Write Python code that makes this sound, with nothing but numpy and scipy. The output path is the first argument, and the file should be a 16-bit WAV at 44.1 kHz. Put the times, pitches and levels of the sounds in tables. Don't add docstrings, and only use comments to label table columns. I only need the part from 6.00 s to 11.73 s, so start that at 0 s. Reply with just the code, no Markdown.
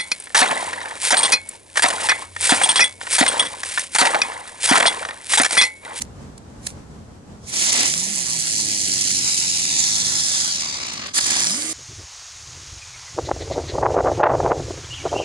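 import sys
import numpy as np
from scipy import signal
from scipy.fft import rfft, irfft, next_fast_len
from scipy.io import wavfile
from scipy.ndimage import uniform_filter1d, map_coordinates

SR = 44100
rng = np.random.default_rng(int(sys.argv[2]) if len(sys.argv) > 2 else 0)


def unload_wav(signal):
    wavfile.write(
        sys.argv[1],
        SR,
        np.round(np.clip(np.atleast_2d(signal).T, -1, 1) * 32767).astype(np.int16),
    )


N = 252693
T = np.arange(N) / SR
PADDED = next_fast_len(N + SR // 10)

# t/s, turn rate/Hz
SPIN = [(1.45, 5), (1.75, 32.3), (1.88, 70), (1.97, 86), (2.04, 91), (2.09, 102), (2.14, 102), (2.17, 91),
        (2.3, 82), (2.45, 79), (2.55, 71.5), (2.8, 67), (3.0, 63.7), (3.25, 61.3), (3.55, 57.5),
        (3.75, 53.5), (4.0, 53), (4.2, 51), (4.55, 42.7), (5.14, 18), (5.36, 42.5), (5.45, 75), (5.51, 94),
        (5.54, 111), (5.575, 138), (5.6, 152), (5.73, 160)]
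# ignition t/s, rise/s, time until the pressure sags/s, length/s, hiss level/dB
CHARGES = [(1.542, 0.029, 2.877, 3.56, -20), (5.141, 0.0037, .8, .9, -21)]
# t/s, depth at 1.5 times the turn rate, depth at twice the turn rate
SWEEP_DEPTHS = [(1.9, .15, .1), (2.25, .31, .03), (3.1, .3, .03), (3.3, .14, .05), (3.6, .28, .16),
                (3.9, .05, .22), (4.3, .05, .08), (4.9, .15, .36), (5.4, .22, .22), (5.6, .12, .08)]
# crest t/s, f/Hz, level relative to the hiss/dB, half length/s
WHISTLES = [(3.794, 7020, 0, 0.03), (4.42, 6900, -9, .04), (4.75, 4750, -11, .11), (5.181, 4550, 1, .008),
            (5.43, 7100, -4, .02), (5.42, 5650, -5, .02), (5.47, 5560, 1, 0.008), (5.53, 5250, -4, .035)]
# crest t/s, roar level/dB, half length/s
FLARES = [(1.548, -40, 0.03), (1.631, -31, 0.013), (1.688, -36, 0.013), (1.764, -44, 0.034),
          (1.803, -24.5, 0.054), (5.183, -24, 0.0089), (5.349, -30, 0.069)]
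# t/s, gain/dB
SPECTRAL_HOLES = [(1.85, -1), (1.97, -8), (3.12, -9.5), (3.2, -3.5), (3.42, -3.5), (3.5, -6), (3.8, -6),
                  (3.86, 0), (4.5, -2), (5.42, 0), (5.55, -4.5)]
# multiple of the turn rate, level when fast/dB, level when slow/dB
HUM_PARTIALS = [(1.5, -13, -6), (2, 2.5, -1.5), (3, -12, 4), (4, -19, -6), (4.5, -23, 2.5), (6, -32, -6)]
# crest t/s, gain/dB, half length/s
HUM_SWELLS = [(2.1, 2, .025), (3.1, 1.5, .3), (3.92, 4.5, .17), (5.46, 3, .025), (5.64, -1.5, .07)]
# t/s, relative level/dB, low body relative to the treble/dB
CRACKS = [(.0515, -31, -16), (.5005, -39, -16), (.6705, -15, -1), (.6915, -22, -14), (.7037, -22, -16),
          (1.624, -6, -6), (1.854, -7, -4), (1.899, -9, -12), (1.939, -5, -5), (1.958, -10, -14),
          (2.0078, -11, -14), (2.105, -9, -14), (2.477, -9, -14), (2.596, -11, -16), (2.8828, -8, -14),
          (3.078, -7, -14), (3.107, -4, -16), (3.378, -8, -16), (3.653, -6, -16), (4.868, -15, -12),
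          (5.071, -15, -10), (5.2105, -8, -10), (5.340, -6, -8), (5.3638, -1, -5), (5.377, -7, -10),
          (5.420, -4, -9), (5.436, -6, -4), (5.4438, -4, -12), (5.4513, -7, -12), (5.4695, 0, -13),
          (5.497, -4, -11), (5.507, -6, -12), (5.535, -9, -12), (5.545, -8, -9), (5.622, -11, -8),
          (5.631, -11, -12)]
# crest t/s, relative level/dB, half length/s
SPURTS = [(.012, -34, .004), (.021, -20, 0.0022), (.3805, -39, 0.0018), (.6704, -21, 0.0025),
          (0.675, -40.5, 0.029), (1.495, -35, .016), (1.552, -27, .014), (1.602, -22.5, .01),
          (1.64, -21.5, 0.014), (1.695, -23, .006), (1.729, -16.5, 0.0045), (1.759, -17.5, 0.0037),
          (1.775, -19, 0.0035), (1.808, -18, 0.0035), (1.831, -19, .0025), (1.864, -21, .003),
          (1.881, -21, 0.006), (4.936, -32, .0028), (5.147, -27, .003), (5.16, -22, 0.006),
          (5.181, -16, 0.0065), (5.267, -19.5, 0.004), (5.31, -18.5, 0.0025), (5.404, -19, 0.003)]
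# f/Hz, relative level/dB
HISS_SPECTRUM = [(100, -21.5), (500, -30.5), (1300, -19.5), (2200, -18.5), (3200, -10), (4500, -2),
                 (5500, 0.5), (6900, 1), (8200, -4), (9700, -6), (11000, -11.5), (12000, -32.5)]
ROAR_SPECTRUM = [(25, -41), (70, -10), (160, -3.5), (300, 5), (480, -3), (700, 4.5), (1200, 1), (1500, 1),
                 (2100, 7.5), (3200, 3), (5000, 5.5), (10000, -77)]
SPURT_SPECTRUM = [(40, -41), (150, -11), (700, -9), (1500, -8), (2300, 3), (3200, -7.5), (4300, 4),
                  (5700, 2.5), (7000, 7.5), (9000, 5), (10500, 4.5), (11500, -9)]
RUMBLE_SPECTRUM = [(15, -41), (25, -16), (65, -1), (169, -7), (219, -5), (349, -17), (397, -15),
                   (737, -21.5), (1030, -24), (2420, -36.5), (3750, -38.5), (4270, -38), (7740, -37.5),
                   (12000, -51), (15600, -88), (22000, -120)]
# t/s, delay/ms, gain
REFLECTIONS = [
    [(1.5, .33, .4), (2.1, .36, .15), (2.35, .41, .25), (3.1, .41, .3), (3.55, .42, .25), (3.72, .48, .35),
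     (3.9, .52, .3), (4.2, .57, .4), (4.38, .59, .4), (4.48, .64, .4), (4.62, .8, .5), (4.74, .84, .6),
     (4.87, .76, .4), (5.15, .62, .5), (5.6, .61, .35)],
    [(2.1, .68, 0), (2.35, .69, .3), (3.1, .7, .3), (3.26, .78, .7), (3.55, .77, .75), (3.72, .81, .65),
     (3.85, .87, .5), (4.1, .92, 0)],
    [(3.3, 1.08, 0), (3.6, 1.1, .27), (3.95, 1.11, .22), (4.06, 1.18, .25), (4.38, 1.18, .4),
     (4.48, 1.25, .45), (4.6, 1.32, 0), (5.1, 1.19, 0), (5.18, 1.19, .3), (5.42, 1.17, .3), (5.5, 1.28, .4),
     (5.7, 1.38, .25)],
]
# t/s, delay/ms
LEFT_LAG = [(1.7, .224), (2.3, .216), (3.6, .221), (4.6, .215), (5.2, .2), (5.7, .175)]
# f/Hz, level of left minus right/dB, further phase lag of the left/rad
DIRECTIVITY = [(150, -26, 1), (292, 2.5, -0.1), (455, 8, 0.1), (766, 0.5, 0.66), (1190, -6, -0.06),
               (2220, 1.5, -0.95), (2830, 1.5, 0.3), (4100, 3, 0), (5860, 3.5, 1.92), (5650, -1, 1.6),
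               (6780, -11, 2.7), (6960, -13.5, 0.7), (8350, -10.5, 2.9), (10400, -12, 6), (11400, -15, 10)]
# t/s, level/dB
RUMBLE_LEVEL = [(0, -40.5), (1.5, -41), (1.75, -44.5), (4.2, -45), (5.05, -44.5), (5.73, -48)]

CRUISE_HZ = 61.9


def spinner(thin_db_per_octave=5.5, sputter_db=1.14):
    turn_hz, = curves(SPIN)
    alight, hiss_gain, sagged_s = combustion()
    hiss_gain = hiss_gain * undb(-thin_db_per_octave * np.maximum(np.log2(turn_hz / CRUISE_HZ), 0))
    wobble = 1 + .016 * walk(70)
    angle = 2 * np.pi * np.cumsum(turn_hz * wobble) / SR
    facing = np.cos(3 * angle / 2 + .4 * walk(40))
    tumble_depth, twice_depth = curves(SWEEP_DEPTHS)
    sweep = 1 + tumble_depth * facing + twice_depth * np.cos(2 * angle)
    jet = sweep * (nozzle(turn_hz, sagged_s) * hiss_gain + flame(alight))
    spark_ticks = colour(grains(rate=60, spread_db=2.6), SPURT_SPECTRUM) * hiss_gain * undb(-18)
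    sputter = np.clip((55 - turn_hz) / 25, 0, 1) * walk(90)
    return spectral_holes(jet + spark_ticks) * undb(sputter_db * sputter), whirl(turn_hz, angle) * alight


def combustion(choke_s=.015, sag_db_per_s=24.5, smoulder=.22):
    alight, hiss_gain, sagged_s = np.zeros((3, N))
    for start_s, rise_s, hold_s, length_s, db in CHARGES:
        age = T - start_s
        burning = step(age / rise_s) * step((length_s - age) / choke_s)
        sag_s = np.maximum(age - hold_s, 0)
        alight += burning
        hiss_gain += burning * undb(db - sag_db_per_s * sag_s)
        sagged_s += burning * sag_s
    embers = smoulder * np.maximum.accumulate(alight)
    return np.maximum(alight, embers), hiss_gain, sagged_s


def nozzle(turn_hz, sagged_s, bright_db_per_octave=4.5, dull_db_per_s=26):
    octaves = np.maximum(np.log2(turn_hz / CRUISE_HZ), -.2)
    bright_db = .45 + bright_db_per_octave * octaves - dull_db_per_s * sagged_s
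    lower_db = -1.1 * np.maximum(bright_db, -2)
    hiss = turbulence(HISS_SPECTRUM, rate=3300, spread_db=7, grit=.46)
    lower = lowpass(hiss, 6150, order=4)
    upper = signal.sosfiltfilt(signal.butter(3, 7400, "high", fs=SR, output="sos"), hiss)
    hiss = hiss + upper * (undb(bright_db) - 1) + lower * (undb(lower_db) - 1)
    whistles = sum(resonance(hz, width_hz=850) * undb(db) * bell(s, half_s)
                   for s, hz, db, half_s in WHISTLES)
    return (hiss + whistles) * undb(.4 * walk(24) + 1.1 * walk(130))


def flame(alight, roar_db=-34, ring_from_s=3.5, ring_rise_s=1.6):
    emptied = np.clip((T - ring_from_s) / ring_rise_s, 0, 1)
    roar = turbulence(ROAR_SPECTRUM, rate=1800, spread_db=2.5, grit=.2, shared=.69)
    ring = resonance(1165, width_hz=230) * undb(-12) + resonance(568, width_hz=130) * undb(-16.5)
    steady = alight * undb(roar_db + walk(21.74))
    flare = sum(undb(db) * bell(s, half_s) for s, db, half_s in FLARES)
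    return (roar + emptied * ring) * steady + roar * flare


def whirl(turn_hz, angle, full_db=-38, full_hz=115, db_per_octave=12.5, push_db=2, push_hz_per_s=210):
    fast = np.clip((turn_hz - 69) / 12, 0, 1)
    hum = sum(undb(slow_db + fast * (fast_db - slow_db)) * np.sin(multiple * angle)
              for multiple, fast_db, slow_db in HUM_PARTIALS)
    push = np.clip(np.gradient(turn_hz) * SR / push_hz_per_s, 0, 1)
    push = uniform_filter1d(push, size=SR // 20)
    hum_db = full_db + db_per_octave * np.minimum(np.log2(turn_hz / full_hz), 0) + push_db * push
    roughness = 1 + (.3 - .04 * fast) * walk(110)
    swell_db = sum(db * bell(s, half_s) for s, db, half_s in HUM_SWELLS)
    throb_db = 1.3 * walk(22)
    return hum * roughness * undb(hum_db + swell_db + throb_db)


def cracks(decay_s=.001, gain_db=-1.5):
    sharp, body = np.zeros((2, N))
    age = T[:400]
    for s, db, body_db in CRACKS:
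        burst = .42 * rng.standard_normal(len(age)) * np.exp(-age / decay_s)
        burst[0] = 1
        i = int(s * SR)
        sharp[i:i + len(age)] += burst * undb(db + gain_db)
        body[i:i + len(age)] += burst * undb(db + gain_db + body_db)
    return colour(sharp, SPURT_SPECTRUM) + colour(body, ROAR_SPECTRUM)


def spurts():
    swell = sum(undb(db) * bell(s, half_s) for s, db, half_s in SPURTS)
    rush = turbulence(SPURT_SPECTRUM, rate=4000, spread_db=3, grit=.4)
    return swell * rush * undb(2.5)


def spectral_holes(x, edges_hz=(830, 1080, 1350, 1660)):
    level_db, = curves(SPECTRAL_HOLES)
    flicker_db = 1.8 + .5 * np.maximum(-level_db, 0)
    bands = np.diff([lowpass(x, hz, order=8) for hz in edges_hz], axis=0)
    return x + sum(band * (undb(level_db + flicker_db * walk(19)) - 1) for band in bands)


def propagation(pair, echo_top_hz=9500):
    left, right = pair
    echo = lowpass(left, echo_top_hz, order=1)
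    left = left + sum(gain * delayed(echo, ms) for ms, gain in map(curves, REFLECTIONS))
    left = delayed(left, curves(LEFT_LAG)[0])
    arriving = np.array([left + reverberation(left), right + reverberation(right)])
    hz, louder_db, lag_rad = np.transpose(DIRECTIVITY)
    ratio = gains(np.transpose([hz, louder_db]), PADDED)
    phasor = np.exp(-1j * np.interp(np.fft.rfftfreq(PADDED, 1 / SR), hz, lag_rad))
    response = np.array([ratio * phasor, np.ones_like(ratio)]) / np.sqrt((1 + ratio ** 2) / 2)
    return irfft(rfft(arriving, PADDED) * response, PADDED)[:, :N]


def reverberation(x, wet_db=-21, t60_s=.08, gap_s=.008):
    age = T[:SR // 2]
    tail = rng.standard_normal(len(age)) * undb(-60 * age / t60_s) * (age > gap_s)
    return undb(wet_db) * signal.fftconvolve(x, tail / np.linalg.norm(tail))[:N]


def outdoor_rumble():
    level_db, = curves(RUMBLE_LEVEL)
    deep_db = -1.5 + 6.2 * (level_db - level_db.max())
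    mid, side = colour(noise(), RUMBLE_SPECTRUM), colour(noise(), RUMBLE_SPECTRUM)
    side = irfft(rfft(side) * gains([(40, -9), (120, -12), (300, -7), (700, -1), (3000, 0)], N), N)
    rumble = mid + side * np.array([[1], [-1]])
    deep = lowpass(rumble, 77, order=3)
    return (rumble + deep * (undb(deep_db) - 1)) * undb(level_db + 1.53 * walk(11))


def turbulence(spectrum, rate, spread_db, grit, shared=.83):
    common = noise() + grit * grains(rate, spread_db)
    own = np.array([noise() + .7 * grit * grains(rate, spread_db) for _ in range(2)])
    return colour(unit(shared * common + np.sqrt(1 - shared ** 2) * own), spectrum)


def resonance(hz, width_hz):
    return walk(width_hz) * np.sin(2 * np.pi * hz * T) + walk(width_hz) * np.cos(2 * np.pi * hz * T)


def grains(rate, spread_db):
    size = undb(spread_db * np.minimum(rng.exponential(size=N), 4))
    return unit((rng.random(N) < rate / SR) * size * np.sign(noise()))


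def noise():
    return rng.standard_normal(N)


def walk(rate):
    hold = max(int(SR / rate), 2)
    return unit(uniform_filter1d(np.repeat(rng.standard_normal(N // hold + 1), hold), hold)[:N])


def colour(x, spectrum):
    return irfft(rfft(x, PADDED) * unit(gains(spectrum, PADDED)), PADDED)[..., :N]


def gains(spectrum, size):
    hz, db = np.transpose(spectrum)
    return undb(np.interp(np.log(np.fft.rfftfreq(size, 1 / SR) + 1), np.log(hz), db))


def lowpass(x, hz, order):
    return signal.sosfiltfilt(signal.butter(order, hz, "low", fs=SR, output="sos"), x)


def delayed(x, ms):
    return map_coordinates(x, [np.arange(N) - ms * SR / 1000], order=3)


def curves(rows):
    s, *columns = np.transpose(rows)
    return [np.interp(T, s, column) for column in columns]


def bell(s, half_s):
    return np.exp(-((T - s) / half_s) ** 2 / 2)


def step(x):
    return (1 + np.tanh(x / 2)) / 2


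def undb(db):
    return 10 ** (np.asarray(db) / 20)


def unit(x):
    return x / np.sqrt(np.mean(x ** 2))


def scene():
    jet, hum = spinner()
    return propagation(jet + spurts() + cracks()) + hum * undb([[.7], [-.7]]) + outdoor_rumble()


def record(dry, top_hz=11700):
    rounded = .9 * np.tanh(dry / .9)
    return signal.sosfilt(signal.ellip(10, .2, 80, top_hz, fs=SR, output="sos"), rounded)


dry = scene()
out = record(dry)
unload_wav(out)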